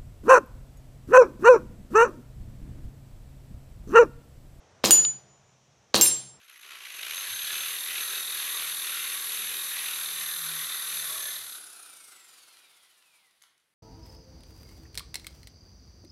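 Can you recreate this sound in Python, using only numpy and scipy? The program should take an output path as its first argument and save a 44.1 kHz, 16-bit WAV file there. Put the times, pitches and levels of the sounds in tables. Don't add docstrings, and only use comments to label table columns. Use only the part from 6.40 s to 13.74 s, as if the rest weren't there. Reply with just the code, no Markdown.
import sys
import numpy as np
from scipy import signal
from scipy.fft import rfft, irfft, next_fast_len
from scipy.io import wavfile
from scipy.ndimage import uniform_filter1d

SR = 44100
rng = np.random.default_rng(int(sys.argv[2]) if len(sys.argv) > 2 else 0)


def voltage_ratio(level):
    return 10 ** (np.asarray(level, float) / 20)


def dump(signal):
    limited = np.clip(np.atleast_2d(signal).T, -1, 1)
    pcm = np.round(limited * 32767).astype(np.int16)
    wavfile.write(sys.argv[1], SR, pcm)


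N = 323694
T = np.arange(N) / SR

# start_s, wood_db, cup_db, rim_db
CUT_LEVELS = [(0.0, -64, -80, -71), (0.2, -57.5, -66, -58), (0.29, -53.5, -61, -57), (0.315, -48, -68, -57),
              (0.36, -53.5, -67, -56.5), (0.62, -47, -49, -46), (0.72, -46.5, -46, -42),
              (0.95, -45, -40.5, -39.5), (1.14, -43, -41, -37), (1.35, -44.5, -43.5, -38),
              (1.6, -41.5, -40.5, -36), (2.3, -43, -40.5, -35.5), (3.05, -43.5, -43, -36),
              (3.45, -42.5, -41, -35.5), (4.0, -43.5, -41.5, -35.5), (4.42, -44.5, -42.5, -37),
              (4.56, -43.5, -41, -34.5), (4.94, -45.5, -43, -37.5), (5.04, -53, -50.5, -45),
              (5.13, -58, -49, -44), (5.2, -54, -55, -44)]
# start_s, bounces_per_s, depth_db
CHATTER_CURVE = [(.45, 62.5, 4), (.58, 52.7, 4), (.72, 69, 9), (.82, 110, 5.5), (.95, 57, -2.5),
                 (1.1, 86, 2.5), (5.2, 74, 2)]
# centre_s, change_db, half_length_s
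GRIP_SLIPS = [(.95, -7, 0.048), (1.42, -15, 0.037), (1.67, -16.5, 0.037), (1.87, -23.5, 0.059),
              (2.14, -10.5, 0.028), (2.37, -13, 0.054), (2.82, -15, .05), (3.25, -9, 0.074),
              (3.64, -10.5, 0.082), (3.95, -11, 0.085), (4.11, 2, 0.041), (4.4, -11.5, 0.037)]
# centre_s, dip_db, half_length_s
FIBRE_STALLS = [(.072, -8, 0.0063), (.184, -16, 0.0089), (.204, -10, 0.0046), (.302, -11, 0.0042),
                (.402, -5, 0.0035)]
# (relative, per Hz)
RASP_SPECTRUM = [(150, -21.5), (280, -18), (410, -13.5), (820, -9), (1110, -4.5), (1860, -3.5), (2300, -7),
                 (2900, -23), (3760, 2.5), (5030, -7), (6170, -2.5), (8200, -15), (9500, -27), (12000, -50)]
# frequency_hz, width_hz, level_db (relative)
BOARD_MODES = [(406, 83, -15.5), (622, 72, -24.5), (1153, 110, -5), (1417, 240, -1), (1677, 130, -2),
               (1970, 190, 0.5), (2435, 440, 1), (2893, 600, -7.5)]
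# frequency_hz, width_hz, level_db (relative)
BITE_MODES = [(2575, 530, 1), (2963, 860, 3.5)]
# frequency_hz, width_hz, level_db (relative)
CUP_MODES = [(3663, 460, -7.5), (3903, 510, -8.5), (4220, 280, -25.5)]
# frequency_hz, width_hz, level_db (relative)
RIM_MODES = [(6120, 81, -8.5), (7930, 1030, -11.5), (9290, 1400, -1), (10186, 870, -2.5), (11064, 980, 6.5),
             (12300, 1000, -14), (14800, 1500, -45)]
# frequency_hz, width_hz, level_db (relative)
BELL_MODES = [(6308, 74, -3), (11420, 110, -4)]
HUM_LEVELS = {"x3": -45, "x4": -34.5}
# chuck_multiple, centre_s, rise_db, half_length_s
HUM_RISES = [("x3", .93, 31, 0.051), ("x3", 1.92, 16, .1), ("x3", 3.79, 14, .05), ("x3", 4.78, 25, .04),
             ("x3", 5.03, 30, 0.08), ("x4", 3.4, 8.3, 0.095), ("x4", 3.68, 8.5, 0.13),
             ("x4", 4.09, 19, .14), ("x4", 4.58, 15, 0.14), ("x4", 4.85, 11, .05)]
# (relative, per Hz)
RUMBLE_SPECTRUM = [(20, -7), (45, -11), (110, -10), (250, -2), (450, -31)]

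# start_s, speed_turns_per_s
HELD_SPEED = [(0.0, 85), (0.3, 160), (0.6, 225), (0.73, 257), (0.93, 314), (1.12, 343), (1.32, 366),
              (1.48, 375), (1.66, 376), (2.04, 374.5), (2.3, 368), (2.62, 364.8), (2.8, 370.5), (3.36, 378),
              (3.58, 366), (3.73, 367), (3.87, 359.5), (4.07, 367.5), (4.29, 357.5), (4.48, 366.5),
              (4.6, 366.5), (4.72, 351), (4.84, 348), (4.96, 354), (5.04, 342.3)]
WHINE_LEVELS = {"x5": (-58, -75, 2.1), "x9": (-61, -64, 1.7), "x10": (-49, -70, 1.6),
                "x12": (-66, -71, 1.3), "x14": (-75, -72, 1.5), "x15": (-66, -69, 1.0),
                "x20": (-61, -71, 2.1), "x24": (-66, -68, .6), "x25": (-57, -78, 1.5),
                "x29": (-59, -80, 2.1), "x35": (-49, -43, 4.8)}
# armature_multiple, centre_s, change_db, half_length_s
WHINE_SWELLS = [("x9", 1.12, 14, .12), ("x9", 1.42, -15, .12), ("x9", 2.15, 7, .1), ("x5", .95, 9, .25),
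                ("x5", 3.85, 7, .12), ("x5", 4.86, 9, .14), ("x10", 1.08, 9, .14), ("x10", 4.75, 4, .15),
                ("x25", 1.2, 5, .15), ("x25", 4.76, 8, .12), ("x35", .85, 9, .2), ("x35", 1.2, 4, .15),
                ("x35", 3.9, 5, .15), ("x35", 4.4, 4, .2), ("x35", 4.95, -12, .17)]
# frequency_hz, lift_db
HOUSING_LIFT = [(500, -4), (1000, -4), (1500, -12), (1950, 1), (2350, 3), (2900, -7), (3800, 0), (4700, 3),
                (5400, -3), (6300, 0), (8500, 0), (11500, 0)]
# start_s, rattle_db, fan_db (over rattle_db)
MOTOR_NOISE = [(5.2, -58, 8.5), (5.856, -62, 4), (6.126, -64, 2), (6.784, -74.5, 3.5), (7.0, -82, 2)]
# (relative, per Hz)
RATTLE_SPECTRUM = [(100, -34), (300, -17.5), (900, -9.5), (1400, -8), (1850, -13), (2400, -6.5), (3700, -4),
                   (5000, -8.5), (6500, -22)]
# frequency_hz, width_hz, level_db (relative)
GEARCASE_MODES = [(400, 250, -12), (700, 350, -10), (1350, 240, 0), (2500, 400, -7), (3700, 700, -3)]
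# (relative, per Hz)
FAN_SPECTRUM = [(2940, -22.5), (5000, -6), (5660, -6), (7090, -5.5), (8110, -7), (9050, -0.5), (9920, -0.5),
                (13300, -9.5), (15100, -25.5), (15700, -29)]

# start_s, burst_db (before trim)
TOOTH_TICKS = [(0.0448, -38), (0.0574, -45), (0.062, -41), (0.0797, -43), (0.098, -31), (0.177, -31),
               (0.1965, -50), (0.197, -39), (0.2117, -37), (0.226, -34), (0.3075, -29.5), (0.4084, -47)]
# start_s, burst_db (before trim), crack_db (over burst_db)
CLICK_EVENTS = [(6.17, -52, 0), (6.624, -53, -4), (6.91, -59, 0), (7.009, -62, -3), (7.0184, -54, -8),
                (7.022, -49.5, 6.5), (7.037, -47.5, -9), (7.179, -65, 4), (7.199, -65, -4)]
# frequency_hz, width_hz, level_db (relative)
TRIGGER_MODES = [(1530, 600, -2), (2070, 600, 2.5), (3170, 790, 3), (3880, 1100, 4), (5060, 1200, -10),
                 (7000, 1500, -7)]
# start_s, burst_db (before trim)
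BENCH_JOLTS = [(1.039, -56), (1.129, -54), (1.547, -55), (2.198, -56), (3.799, -61)]
# (relative, per Hz)
ROOM_SPECTRUM = [(24, -40.5), (40, -11), (101, -7), (147, -2.5), (1200, -5), (2070, -1), (7610, -13),
                 (10000, -4.5), (15700, -21)]

PINION_TEETH, GEAR_TEETH = 5, 46
FULL_SPEED = 370
RASP_SLIP_SHARE = 0.13
BITE_DB, BURIED_S, BURY_DB_PER_S = 1.5, 3.45, -10.5
BIND_S, BIND_WIDTH_S = 4.8, 0.18
BELL_DB, BELL_SLOW_DB, BELL_SLOW_S = -9.5, 13, 1
FRICTION_TURNS_PER_S2, FAN_DRAG_SPEED = 110.6, 406
LOADED_DB_PER_DB = 5.5
RUNOUT_RAD = -1.2
GARAGE_T60_S, GARAGE_TREBLE_T60_S, GARAGE_DB = 0.63, 0.39, -7
ROOM_DB = -77
OVERLOAD = .095


def level(x, db):
    return x * voltage_ratio(db) / np.sqrt(np.mean(x ** 2))


def columns(table):
    start_s, *rest = np.transpose(table)
    return [np.interp(T, start_s, column) for column in rest]


def across(points, hz):
    point_hz, point_db = np.transpose(points)
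    return np.interp(np.log(hz + 1), np.log(point_hz), point_db)


def bumps(rows):
    return sum(db * np.exp(-((T - s) / half) ** 2) for s, db, half in rows)


def bumps_of(name, rows):
    return bumps([row[1:] for row in rows if row[0] == name])


def noise():
    return rng.standard_normal(N)


def walk(rate):
    hold = int(SR / rate)
    steps = np.repeat(rng.standard_normal(N // hold + 1), hold)
    return uniform_filter1d(uniform_filter1d(steps, hold), hold)[:N]


def colour(x, points):
    size = next_fast_len(N)
    gain = voltage_ratio(across(points, np.fft.rfftfreq(size, 1 / SR)))
    return level(irfft(rfft(x, size) * gain, size)[:N], 0)


def ring(x, peaks):
    out = 0
    for hz, width, db in peaks:
        b, a = signal.iirpeak(hz, hz / (1.5 * width), fs=SR)
        once = signal.lfilter(b, a, x)
        out = out + level(signal.lfilter(b, a, once), db)
    return level(out, 0)


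def teeth(chuck, grab_db, once_db, twice_db, lag):
    grains = noise() * voltage_ratio(.9 * np.minimum(rng.exponential(size=N), 6))
    throb_db = once_db * np.cos(chuck - lag) + twice_db * np.cos(2 * chuck - lag)
    return grains * voltage_ratio(throb_db + grab_db)


def chatter():
    rate, depth_db = columns(CHATTER_CURVE)
    bounce = np.cos(2 * np.pi * np.cumsum(rate * (1 + 0.1183 * walk(30))) / SR)
    return depth_db * bounce * (1 + 0.09 * walk(38)) + 0.97 * walk(60)


def bench_hum(chuck):
    hum = 0
    for name, db in HUM_LEVELS.items():
        hum_db = db + 2.2 * walk(8) + bumps_of(name, HUM_RISES)
        hum = hum + voltage_ratio(hum_db) * np.sin(int(name[1:]) * chuck)
    return hum


def wood(chuck, grab_db):
    slip_db = bumps(GRIP_SLIPS)
    rasp = colour(teeth(chuck, grab_db, 0.59, 0.23, 0.16), RASP_SPECTRUM)
    board = 0
    for hz, width, db in BOARD_MODES:
        mode = ring(teeth(chuck, grab_db, 3.5, 0.67, 0.67), [(hz, width, 0)])
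        board = board + voltage_ratio(db + 3.4 * walk(9)) * mode
    surface = (rasp * voltage_ratio(-1.5) + board * voltage_ratio(-8.5)) * voltage_ratio(RASP_SLIP_SHARE * slip_db)
    bite_db = BITE_DB + slip_db + BURY_DB_PER_S * np.maximum(T - BURIED_S, 0)
    bite = ring(teeth(chuck, grab_db, 2.2, .6, .3), BITE_MODES) * voltage_ratio(bite_db)
    groan = ring(noise(), BOARD_MODES[1:2]) * np.exp(-((T - BIND_S) / BIND_WIDTH_S) ** 2)
    return surface + bite + groan * voltage_ratio(-16) + bench_hum(chuck)


def steel(chuck, grab_db):
    _, cup_db, rim_db = columns(CUT_LEVELS)
    cup = ring(teeth(chuck, .7 * grab_db, 6, .3, .3), CUP_MODES)
    rim = ring(teeth(chuck, .5 * grab_db, 0.2, 0.59, 0.33), RIM_MODES)
    chuck_step = np.gradient(chuck)
    landing = rng.random(N) < 2.5 * chuck_step
    blows = landing * noise() * voltage_ratio(.5 * grab_db) / chuck_step ** 0.35
    exit_scrape_db = bumps([(5.12, 6.7, .04)])
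    slow_db = BELL_SLOW_DB * np.exp(-T / BELL_SLOW_S)
    bell_db = cup_db + BELL_DB + slow_db + 4.2 * walk(10) + exit_scrape_db
    bell = ring(blows, BELL_MODES) * voltage_ratio(bell_db)
    return cup * voltage_ratio(cup_db) + rim * voltage_ratio(rim_db) + bell


def bench_shake():
    rumble = colour(noise(), RUMBLE_SPECTRUM) * voltage_ratio(7.4 * walk(12))
    rise = np.clip((T - .55) / 0.32, .1, 1)
    return rumble * voltage_ratio(-78.5) * rise * np.clip((5.05 - T) / .06, 0, 1)


def saw(chuck):
    grab_db = chatter()
    wood_db = columns(CUT_LEVELS)[0]
    cut = wood(chuck, grab_db) * voltage_ratio(wood_db) + steel(chuck, grab_db) * voltage_ratio(.3)
    touch = np.clip((5.185 - T) / .02, 0, 1)
    return cut * voltage_ratio(bumps(FIBRE_STALLS)) * touch + bench_shake()


def speed():
    release_s, start = HELD_SPEED[-1]
    held = uniform_filter1d(columns(HELD_SPEED)[0], size=SR // 20)
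    angle = np.arctan(start / FAN_DRAG_SPEED) - FRICTION_TURNS_PER_S2 / FAN_DRAG_SPEED * (T - release_s)
    coasting = np.maximum(FAN_DRAG_SPEED * np.tan(np.minimum(angle, 1)), 20)
    return np.where(T < release_s, held, coasting)


def motor_whines(spin, turn, chuck, load, speed_db):
    whines = 0
    for name, (load_db, free_db, slope) in WHINE_LEVELS.items():
        k = int(name[1:])
        loaded_db = load_db + LOADED_DB_PER_DB * speed_db
        coasting_db = free_db + slope * speed_db + across(HOUSING_LIFT, k * spin)
        db = load * loaded_db + (1 - load) * coasting_db + bumps_of(name, WHINE_SWELLS)
        flutter_db = (2.2 + .6 * load) * walk(18)
        depth = .8 if k % PINION_TEETH == 0 and k < 30 else .3
        wobble = 1 + depth * np.cos(chuck - .3)
        lag = RUNOUT_RAD * (k == 2 * PINION_TEETH) * np.sin(chuck - .3)
        tone = np.sqrt(2) * np.sin(k * turn + lag + .7 * walk(40))
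        whines = whines + voltage_ratio(db + flutter_db) * wobble * tone
    return whines * np.clip((7.0 - T) / 0.11, 0, 1)


def gear_rattle(chuck, load, speed_db):
    rattle = colour(teeth(chuck, 1.5 * walk(40), 0.34, 0.68, 0), RATTLE_SPECTRUM)
    knock = ring(teeth(chuck, 2.5 * walk(30), 4., 1.2, 0), GEARCASE_MODES) * voltage_ratio(4 + 1.5 * speed_db)
    return rattle * voltage_ratio(-3.0 - 0.63 * speed_db * (1 - load)) + knock * (1 - load)


def fan_hiss(chuck):
    grit = 1 + 9 * (rng.random(N) < .0012) * rng.random(N)
    return colour(grit * teeth(chuck, 1.6 * walk(30) + 1.2 * walk(8), 2.8, 1.0, 0), FAN_SPECTRUM)


def motor(spin, turn, chuck):
    rattle_db, fan_db = columns(MOTOR_NOISE)
    load = np.clip((5.1 - T) / .15, 0, 1)
    speed_db = 20 * np.log10(spin / FULL_SPEED)
    whines = motor_whines(spin, turn, chuck, load, speed_db)
    rough = gear_rattle(chuck, load, speed_db) + fan_hiss(chuck) * voltage_ratio(fan_db)
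    spin_up = np.clip(spin / 330, 0, 1) ** 3 * (T < 2)
    fade_out = (T >= 2) * np.clip((7.08 - T) / 0.07, 0, 1)
    return whines + rough * voltage_ratio(rattle_db) * (spin_up + fade_out)


def hits(table, decay_s):
    out = np.zeros(N)
    out[[int(row[0] * SR) for row in table]] = [voltage_ratio(row[1]) for row in table]
    envelope = signal.lfilter([1], [1, -np.exp(-1 / (decay_s * SR))], out)
    return envelope * noise()


def strike(bursts, peaks):
    return ring(bursts, peaks) * np.sqrt(np.mean(bursts ** 2))


def trigger_clicks():
    crack_events = [(s, db + crack_db) for s, db, crack_db in CLICK_EVENTS]
    crack = strike(hits(crack_events, 0.0012), [(10100, 1600, -2), (6860, 1900, -4)])
    body = strike(hits(CLICK_EVENTS, 0.0021), TRIGGER_MODES)
    return (body + crack) * voltage_ratio(-2)


def tooth_ticks():
    return strike(hits(TOOTH_TICKS, 0.0012), BELL_MODES + CUP_MODES + RIM_MODES) * voltage_ratio(-12)


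def bench_thuds():
    return strike(hits(BENCH_JOLTS, 0.0035), [(55, 54, -4), (150, 240, 3)]) * voltage_ratio(2.5)


def garage(x):
    t = T[:SR // 2]
    diffuse = rng.standard_normal(len(t)) * np.clip(t / .008, 0, 1)
    low = signal.sosfilt(signal.butter(2, 5000, fs=SR, output="sos"), diffuse)
    low_tail = low * 1000 ** (-t / GARAGE_T60_S)
    treble_tail = 0.81 * (diffuse - low) * 1000 ** (-t / GARAGE_TREBLE_T60_S)
    tail = low_tail + treble_tail
    return signal.fftconvolve(x, tail / np.sqrt(np.sum(tail ** 2)))[:N]


def room_floor():
    return level(colour(noise(), ROOM_SPECTRUM), ROOM_DB)


def scene():
    spin = speed()
    turn = 2 * np.pi * np.cumsum(spin) / SR
    chuck = turn * PINION_TEETH / GEAR_TEETH
    clicks = trigger_clicks()
    direct = saw(chuck) + motor(spin, turn, chuck) + clicks + bench_thuds() + tooth_ticks()
    wet = garage(voltage_ratio(GARAGE_DB) * direct + voltage_ratio(-8.0) * clicks)
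    return (direct + wet + room_floor())[None]


def band_limit(x):
    return signal.sosfilt(signal.butter(12, 15880, fs=SR, output="sos"), x)


def record(dry):
    rounded = OVERLOAD * np.tanh(dry / OVERLOAD)
    low_pass = signal.ellip(8, .2, 60, 15700, fs=SR, output="sos")
    finished = signal.sosfilt(low_pass, rounded)
    return band_limit(finished)


dry = scene()
out = record(dry)
dump(out)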